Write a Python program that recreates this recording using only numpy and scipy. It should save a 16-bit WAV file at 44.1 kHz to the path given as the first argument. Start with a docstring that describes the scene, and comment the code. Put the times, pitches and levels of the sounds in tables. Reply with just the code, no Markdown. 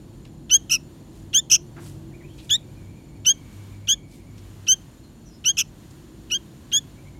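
"""Bulbul chick in a garden

A chick calls close by: rising peeps and a few fast-warbled buzzes. Its syrinx pops open, catches,
scoops up to a knee in pitch and glides on, while throat and beak colour the harmonics.
Behind it far birds whistle, insects stridulate in the trees and something scuffs and rustles,
over a bed of low outdoor rumble, hissing leaves and the drone of a distant motor."""
import sys
import numpy as np
from scipy import signal
from scipy.fft import rfft, irfft
from scipy.io import wavfile

SR = 44100
rng = np.random.default_rng(int(sys.argv[2]) if len(sys.argv) > 2 else 0)


def output_pcm(signal):
    """Save a mono or channel-first signal as 16-bit PCM at the path in sys.argv[1].

    Samples are clipped to [-1, 1] before scaling.
    """
    pcm = np.clip(np.atleast_2d(signal).T, -1, 1) * 32767
    wavfile.write(sys.argv[1], SR, np.round(pcm).astype(np.int16))


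N = 317079
T = np.arange(N) / SR

# tone of the outdoor rumble and of the leaves' hiss: f/Hz, relative level/dB
RUMBLE_SPECTRUM = [(15, -36), (25, -20.5), (49, 3.5), (75, -5), (102, -2), (135, -3.5), (172, -3),
                   (258, -6.5), (334, -8.5), (412, -16), (988, -27.5), (1200, -38), (1560, -57.5),
                   (2640, -120)]
LEAF_SPECTRUM = [(590, -24), (1000, -3.5), (1290, -7.5), (1650, -7.5), (1770, -8), (2280, -11.5),
                 (2980, -9), (4260, -11.5), (5020, -14.5), (7020, -12), (7700, -16.5), (9600, -14.5),
                 (10500, -22.5), (11600, -15), (16000, -27)]
# slow ride on the rumble: t/s, level before boost/dB
RUMBLE_RIDE = [(0.0, -50), (1.88, -49), (5.15, -52), (7.19, -50.5)]
# the motor's low, middle and high drone: f/Hz, width/Hz, trim/dB
MOTOR_DRONES = [(99.4, 4, -1), (139.3, 24, -2.5), (330.5, 34, -2)]
# swells of the low drone: t/s, length/s, level before trim/dB
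LOW_DRONE_SWELLS = [(1.13, 0.24, -46), (1.78, 0.35, -43), (2.44, .13, -42), (2.66, 0.29, -43.5),
                    (3.13, 0.15, -40.5), (3.5, .41, -41), (4.26, .43, -43), (7.03, 0.25, -46.5)]
# ride on the upper drones, before trim: t/s, middle level/dB, high level/dB
UPPER_DRONE_RIDE = [(0, -49.0, -52.5), (0.8, -47.5, -52.5), (1.6, -46.5, -50.0), (1.95, -41, -47),
                    (2.25, -45, -45.5), (2.5, -47.5, -55.5), (4.0, -50.0, -60.5), (5.5, -54.5, -60.5),
                    (6.25, -54.5, -49), (6.8, -53.0, -59.5), (7.19, -49.0, -57)]
# insect voices: f/Hz, width/Hz, level/dB, pulse rate/Hz, throb/dB
INSECT_VOICES = [(7090, 200, -69.5, 21, 5.5), (4354, 150, -72.5, 2.2, 2), (9600, 350, -75, 9.7, 3)]
# far birds' slurred notes: t/s, length/s, first f/Hz, last f/Hz, level before trim/dB
SLURRED_NOTES = [(2.11, .025, 2050, 1500, -61), (2.132, 0.026, 2065, 2480, -50.5),
                 (2.197, .032, 2400, 1520, -53), (2.225, 0.041, 2110, 2630, -51.5),
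                 (2.277, 0.068, 2740, 3500, -56.5), (5.027, 0.042, 4270, 4090, -57.5),
                 (5.246, 0.058, 6260, 5330, -54), (5.3, .086, 5040, 5240, -57),
                 (6.953, 0.067, 2140, 2360, -59.5), (7.044, .052, 1970, 2390, -55),
                 (7.137, 0.057, 2070, 2160, -56)]
# the higher a far note, the more it quavers: f/Hz, quaver/share of the pitch
QUAVER_BY_PITCH = [(2200, .014), (3200, 0.034), (6000, .04)]
# short scuffs: t/s, t60/s, low edge/Hz, high edge/Hz, level/dB
SCUFF_CUES = [(.25, .12, 700, 4160, -51.5), (1.763, 0.46, 620, 1730, -47.5),
              (2.381, .28, 2508, 4240, -50.5), (4.377, .08, 1200, 6950, -53.5),
              (5.905, .07, 4000, 8900, -58)]
# soft rustles: t/s, swell/s, level/dB
RUSTLE_CUES = [(1.1, .07, -60), (1.775, 0.093, -50), (2.299, 0.15, -57), (3.51, .02, -62), (4.06, .09, -56)]
# the chick's harmonics from the fundamental up, even ones strongest:
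# base level/dB, growth/dB per dB of pressure
SYRINX_HARMONICS = [(-24.5, 0.44), (1, 0.85), (-22.5, 1.2), (0.5, 1.5), (-7.5, 1.5), (-5, 1.3),
                    (-11.5, 1.6), (-4, 1.4), (-20, 1.8), (-11.5, 1.9)]
# throat and beak make each harmonic swell and fade as it glides: f/Hz, relative gain/dB
THROAT_RESPONSE = [(1200, -8), (1600, 0), (2400, -4.5), (3100, -1.5), (3800, -1.5), (4400, -13),
                   (5200, 1.5), (5900, 9), (6500, 8.5), (7400, 3), (9500, -1), (10500, -4.5), (12200, 2.5),
                   (14500, -17.5), (16000, -6)]
# the pitch overshoots the knee and sags back: t from the knee/s, pitch offset/Hz
KNEE_OVERSHOOT = [(-.016, -0.5), (-.008, -25.5), (0, 23.5), (.012, -27), (.03, 11), (.042, -3)]
# air pressure through a peep and through a buzz: t/share of the call, pressure/dB
PEEP_BREATH = [(0, -29.5), (.08, -21), (.14, -9.5), (.25, -1), (.45, -.5), (.71, -1), (.82, -3.5),
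               (.91, -10), (1, -26.5)]
BUZZ_BREATH = [(0, -21), (.12, -9.5), (.25, -1), (.45, -1.5), (.72, -1.5), (.85, -7.5), (1, -20)]
# rising peeps: t/s, length/s, knee f/Hz, end f/Hz, warble depth/Hz, warble rate/Hz, gain/dB,
# brightness/dB, brightening over the call/dB
PEEP_CUES = [(0.495, .081, 1482, 1671, 6, 190, -19.5, 7, 25),
             (1.33, 0.077, 1545, 1834, 26, 104, -19, 4, 4.5),
             (2.493, 0.077, 1670, 1948, 48, 90, -17, -6.5, 6),
             (3.248, .081, 1496, 1667, 9.2, 105, -19, 5.5, 3.5),
             (3.872, 0.076, 1552, 1735, 48, 122, -19, 1, 8),
             (4.667, 0.081, 1497, 1613, 9.4, 92, -20.5, 7, 11),
             (5.441, 0.081, 1453, 1673, 8, 92, -21, 4, 6),
             (6.3, .078, 1420, 1652, 42, 39, -22.5, -3.2, -5.5),
             (6.716, 0.08, 1611, 1763, 12, 105, -20, 1, 16)]
# buzzes: t/s, length/s, rise/s, knee f/Hz, warble depth/Hz, warble rate/Hz, gain/dB, brightness/dB
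BUZZ_CUES = [(0.696, 0.078, 0.024, 1415, 66.2, 150, -22.5, 6),
             (1.4986, 0.074, .0255, 1492, 150, 133, -23, 12.5),
             (5.569, 0.059, .0215, 1490, 180, 139, -23, 4)]


def from_db(db):
    """Decibels to gain."""
    return 10 ** (np.asarray(db) / 20)


def rms_one(x):
    """Scale to rms 1."""
    return x / np.sqrt(np.mean(x ** 2) + 1e-20)


def read(rows, at):
    """Look up a curve by its first column; every other column is joined by straight lines."""
    key, *columns = np.transpose(rows)
    return [np.interp(at, key, column) for column in columns]


def add(out, start, sound):
    """Mix a sound in at a start time in seconds."""
    i = max(round(start * SR), 0)
    out[i:i + len(sound)] += sound[:max(N - i, 0)]


def gate(start, end, attack, release):
    """Fade in, hold and fade out between two times."""
    return np.clip(np.minimum((T - start) / attack, (end - T) / release), 0, 1)


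def phase_of(pitch):
    """Running phase of an oscillator that follows a pitch in Hz."""
    return 2 * np.pi * np.cumsum(pitch) / SR


def band_noise(n, low_hz, high_hz):
    """Noise between two edges, rms 1."""
    sos = signal.butter(2, [low_hz, np.clip(high_hz, low_hz + 1, .45 * SR)], "band", fs=SR, output="sos")
    return rms_one(signal.sosfilt(sos, rng.standard_normal(n + SR // 10))[-n:])


def drift(n, rate):
    """Smooth random modulation that changes about rate times a second, rms 1."""
    pole = np.exp(-2 * np.pi * rate / SR)
    smooth = signal.lfilter([1], [1, -2 * pole, pole * pole], rng.standard_normal(n + SR // 10))
    return rms_one(smooth[-n:])


def coloured_noise(spectrum):
    """Steady noise with the given spectrum, rms 1."""
    hz, db = np.transpose(spectrum)
    gain = from_db(np.interp(np.log(np.fft.rfftfreq(N, 1 / SR) + 1), np.log(hz), db))
    return rms_one(irfft(rfft(rng.standard_normal(N)) * gain, N))


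def garden_reverb(x, wet_db, t60=.24):
    """Leaves and posts scatter a faint, short tail."""
    t = np.arange(SR // 2) / SR
    tail = band_noise(len(t), 800, 6500) * np.exp(-np.log(1000) * t / t60) * np.clip(t / .006, 0, 1)
    return x + from_db(wet_db) * signal.fftconvolve(x, tail / np.linalg.norm(tail))[:N]


def air(rumble_boost_db=6, leaves_db=-60, waver_db=2):
    """The bed: low outdoor rumble and the hiss of leaves."""
    ride_db, = read(RUMBLE_RIDE, T)
    rumble = from_db(ride_db + rumble_boost_db) * coloured_noise(RUMBLE_SPECTRUM)
    leaves = from_db(leaves_db + waver_db * drift(N, 1)) * coloured_noise(LEAF_SPECTRUM)
    return rumble + leaves


def motor():
    """A distant motor: three wavering drones, the lowest swelling in spells above its idle."""
    out = np.zeros(N)
    hum = from_db(-57.5)
    for start, length, db in LOW_DRONE_SWELLS:
        hum = np.maximum(hum, from_db(db) * gate(start, start + length, attack=.07, release=.044))
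    levels = [hum, *from_db(read(UPPER_DRONE_RIDE, T))]
    for level, (hz, width, trim_db) in zip(levels, MOTOR_DRONES):
        drone = np.sqrt(2) * np.sin(phase_of(hz + width / 2 * drift(N, width)))
        out += level * from_db(trim_db + 1.8 * drift(N, width / 2)) * drone
    return out


def insects(bend_hz=90):
    """Narrow bands of stridulation; each pulse swells and bends the pitch."""
    out = np.zeros(N)
    for hz, width, db, rate, throb_db in INSECT_VOICES:
        pulse = np.sin(2 * np.pi * rate * T + 2 * drift(N, rate / 4))
        pitch = hz + width / 2 * drift(N, width) + bend_hz * (pulse - .5)
        out += from_db(db + throb_db * pulse + 2 * drift(N, width / 2)) * np.sin(phase_of(pitch))
    return out


def far_trill(start=2.27, end=4.65, notes_per_s=11, hz=2416, sag_hz_per_s=77, fade_db_per_s=1.2):
    """A far bird's long, pulsing trill sinks and fades as it goes."""
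    since = T - start
    beat = np.sin(2 * np.pi * notes_per_s * T + 1.8 * drift(N, 2))
    blur = 1 + .036 * drift(N, 300) + .013 * drift(N, 12)
    pitch = (hz - sag_hz_per_s * since + 80 * (beat - .5)) * blur
    level = from_db(-64.5 - fade_db_per_s * since + 3 * drift(N, 6)) * gate(start, end, .15, .15)
    return level * (1 + .45 * beat) * np.sin(phase_of(pitch))


def far_whistles(arch_hz=70, trim_db=-1):
    """Far birds whistle short slurs that arch and quaver."""
    out = np.zeros(N)
    for start, length, first_hz, last_hz, db in SLURRED_NOTES:
        share = np.linspace(0, 1, int(length * SR))
        arch = np.sin(np.pi * share)
        pitch = first_hz + (last_hz - first_hz) * share + arch_hz * arch
        quaver, = read(QUAVER_BY_PITCH, pitch)
        pitch *= 1 + quaver * drift(len(share), 600)
        add(out, start, from_db(db + trim_db) * arch * np.sin(phase_of(pitch)))
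    return out


def friction(swell, t60, low_hz, high_hz, grain_db):
    """Grainy friction noise that swells and dies."""
    t = np.arange(int((swell + t60) * SR)) / SR
    envelope = np.minimum(t / swell, 1) * np.exp(-np.log(1000) * np.maximum(t - swell, 0) / t60)
    return envelope * from_db(grain_db * drift(len(t), 200)) * band_noise(len(t), low_hz, high_hz)


def rustles():
    """Something rubs nearby: sudden scuffs and slower, brighter rustles."""
    out = np.zeros(N)
    for start, t60, low_hz, high_hz, db in SCUFF_CUES:
        add(out, start, from_db(db) * friction(.004, t60, low_hz, high_hz, grain_db=3))
    for start, swell, db in RUSTLE_CUES:
        add(out, start, from_db(db) * friction(swell, t60=.4, low_hz=2300, high_hz=11000, grain_db=2))
    return out


def syrinx_pitch(length, rise, glide, depth, rate, fade_per_s, rough):
    """The syrinx catches high, dips to the scoop, climbs to the knee, then glides on, warbling."""
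    scoop, knee, middle, end = glide
    t = np.arange(int(length * SR)) / SR
    n, since_knee = len(t), t - rise
    contour = np.interp(t, [.12 * rise, .36 * rise, rise, (rise + length) / 2, length],
                        [1.07 * knee, scoop, knee, middle, end])
    overshoot, = read(KNEE_OVERSHOOT, since_knee)
    # the warble sets in just before the knee; no two swings are alike, and the last ones die away
    onset = np.clip(1.4 + 2.4 * since_knee / rise, 0, 1)
    fade = np.exp(-np.maximum(since_knee, 0) * fade_per_s)
    release = np.clip((length - t) / .011, 0, 1) ** 2
    swing = depth * onset * fade * release * (1 + .28 * drift(n, 90))
    warble = swing * np.cos(2 * np.pi * rate * since_knee + .35 * drift(n, 60))
    flutter = 1 + (.0024 + .012 * rough) * band_noise(n, 38, 130)
    return (contour + overshoot + warble) * flutter


def syrinx_voice(length, pitch, breath, rough, pop_db, fourth_db, top_db, brighten_db):
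    """Air pressure drives the membranes; throat and beak shape their harmonics."""
    n = len(pitch)
    t = np.arange(n) / SR
    share = t / length
    pressure_db, = read(breath, share)
    # the membranes are unsteady until they lock, and stay so in a buzz
    catching = np.exp(-(t / .01) ** 4)
    rasp = (.016 * rough + .071 * (1 - rough) * catching) * drift(n, 1100)
    phase = phase_of(pitch * (1 + rasp))
    tone = np.zeros(n)
    for k, (harmonic_db, growth) in enumerate(SYRINX_HARMONICS, 1):
        throat_db, = read(THROAT_RESPONSE, k * pitch)
        db = harmonic_db + growth * pressure_db + throat_db - throat_db[n // 4:3 * n // 4].mean()
        if k == 4:
            db += fourth_db + brighten_db * np.clip(share - .5, -.25, .15)
        if k > 4:
            shimmer_db = (2 + 3 * rough) * drift(n, 270)
            db += top_db + (brighten_db - 9) * (share - .5) + shimmer_db
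        tone += from_db(db) * np.sin(k * phase)
    # turbulence in the open beak follows the pressure and the overtones
    turbulence = band_noise(n, 6500, 15800) + .45 * band_noise(n, 1500, 6500)
    hiss = rough * from_db(top_db - 10 + .7 * pressure_db) * turbulence
    # the syrinx opens with a small pop, brighter in a buzz, and scratches until it locks
    pop_envelope = t / .0018 * np.exp(1 - t / .0018)
    pop = from_db(pop_db) * pop_envelope * (np.sin(2 * phase) + 1.5 * rough * np.sin(4 * phase))
    scratch_envelope = np.exp(-((t - .008) / .003) ** 2)
    scratch = from_db(-13.5) * (1 - rough) * scratch_envelope * band_noise(n, 2400, 4100)
    edge_fades = np.clip((length - t) / .003, 0, 1) * np.clip(t / .001, 0, 1)
    return (np.sqrt(2) * tone + hiss + pop + scratch) * edge_fades


def peep(length, knee, end, depth, rate, gain_db, bright_db, brighten_db):
    """A rising call; its pitch sets its shape, and the more it warbles the rougher it is."""
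    typical_knee_hz, typical_end_hz = 1520, 1754
    # a higher peep starts higher, reaches its knee sooner and sags in mid glide; a lower one bows up
    scoop = 1340 + .36 * (end - typical_end_hz)
    rise = .0212 * (typical_knee_hz / knee) ** 1.4
    middle = (knee + end) / 2 - .27 * (knee - typical_knee_hz)
    rough = .12 + .0025 * abs(depth)
    pitch = syrinx_pitch(length, rise, (scoop, knee, middle, end), depth, rate, fade_per_s=12, rough=rough)
    voice = syrinx_voice(length, pitch, PEEP_BREATH, rough, pop_db=-18, fourth_db=bright_db,
                         top_db=-20 + .83 * bright_db, brighten_db=brighten_db)
    return from_db(gain_db) * voice


def buzz(length, rise, knee, depth, rate, gain_db, bright_db, scoop_hz=1267, rough=.6):
    """A rough call that sinks after its knee and warbles widely to its end."""
    glide = (scoop_hz, knee, .98 * knee, .885 * knee)
    pitch = syrinx_pitch(length, rise, glide, depth, rate, fade_per_s=0, rough=rough)
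    voice = syrinx_voice(length, pitch, BUZZ_BREATH, rough, pop_db=-10.5, fourth_db=bright_db,
                         top_db=-13 + .432 * bright_db, brighten_db=0)
    return from_db(gain_db) * voice


def chick():
    """The lead voice: every peep and buzz on its cue."""
    out = np.zeros(N)
    for start, *settings in PEEP_CUES:
        add(out, start, peep(*settings))
    for start, *settings in BUZZ_CUES:
        add(out, start, buzz(*settings))
    return out


def scene():
    """A centred mono mix: the chick almost dry up front, the far birds blurred by foliage."""
    near_chick = garden_reverb(chick(), wet_db=-36)
    far_birds = garden_reverb(far_trill() + far_whistles(), wet_db=-8)
    mono = near_chick + far_birds + rustles() + motor() + insects() + air()
    return np.array([mono, mono])


def record(dry):
    """A low cut takes out the deepest rumble, and a steep high cut the very top."""
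    low_cut = signal.butter(2, 30, "high", fs=SR, output="sos")
    high_cut = signal.ellip(12, .1, 80, 15880, fs=SR, output="sos")
    return signal.sosfilt(high_cut, signal.sosfilt(low_cut, dry))


dry = scene()
out = record(dry)
output_pcm(out)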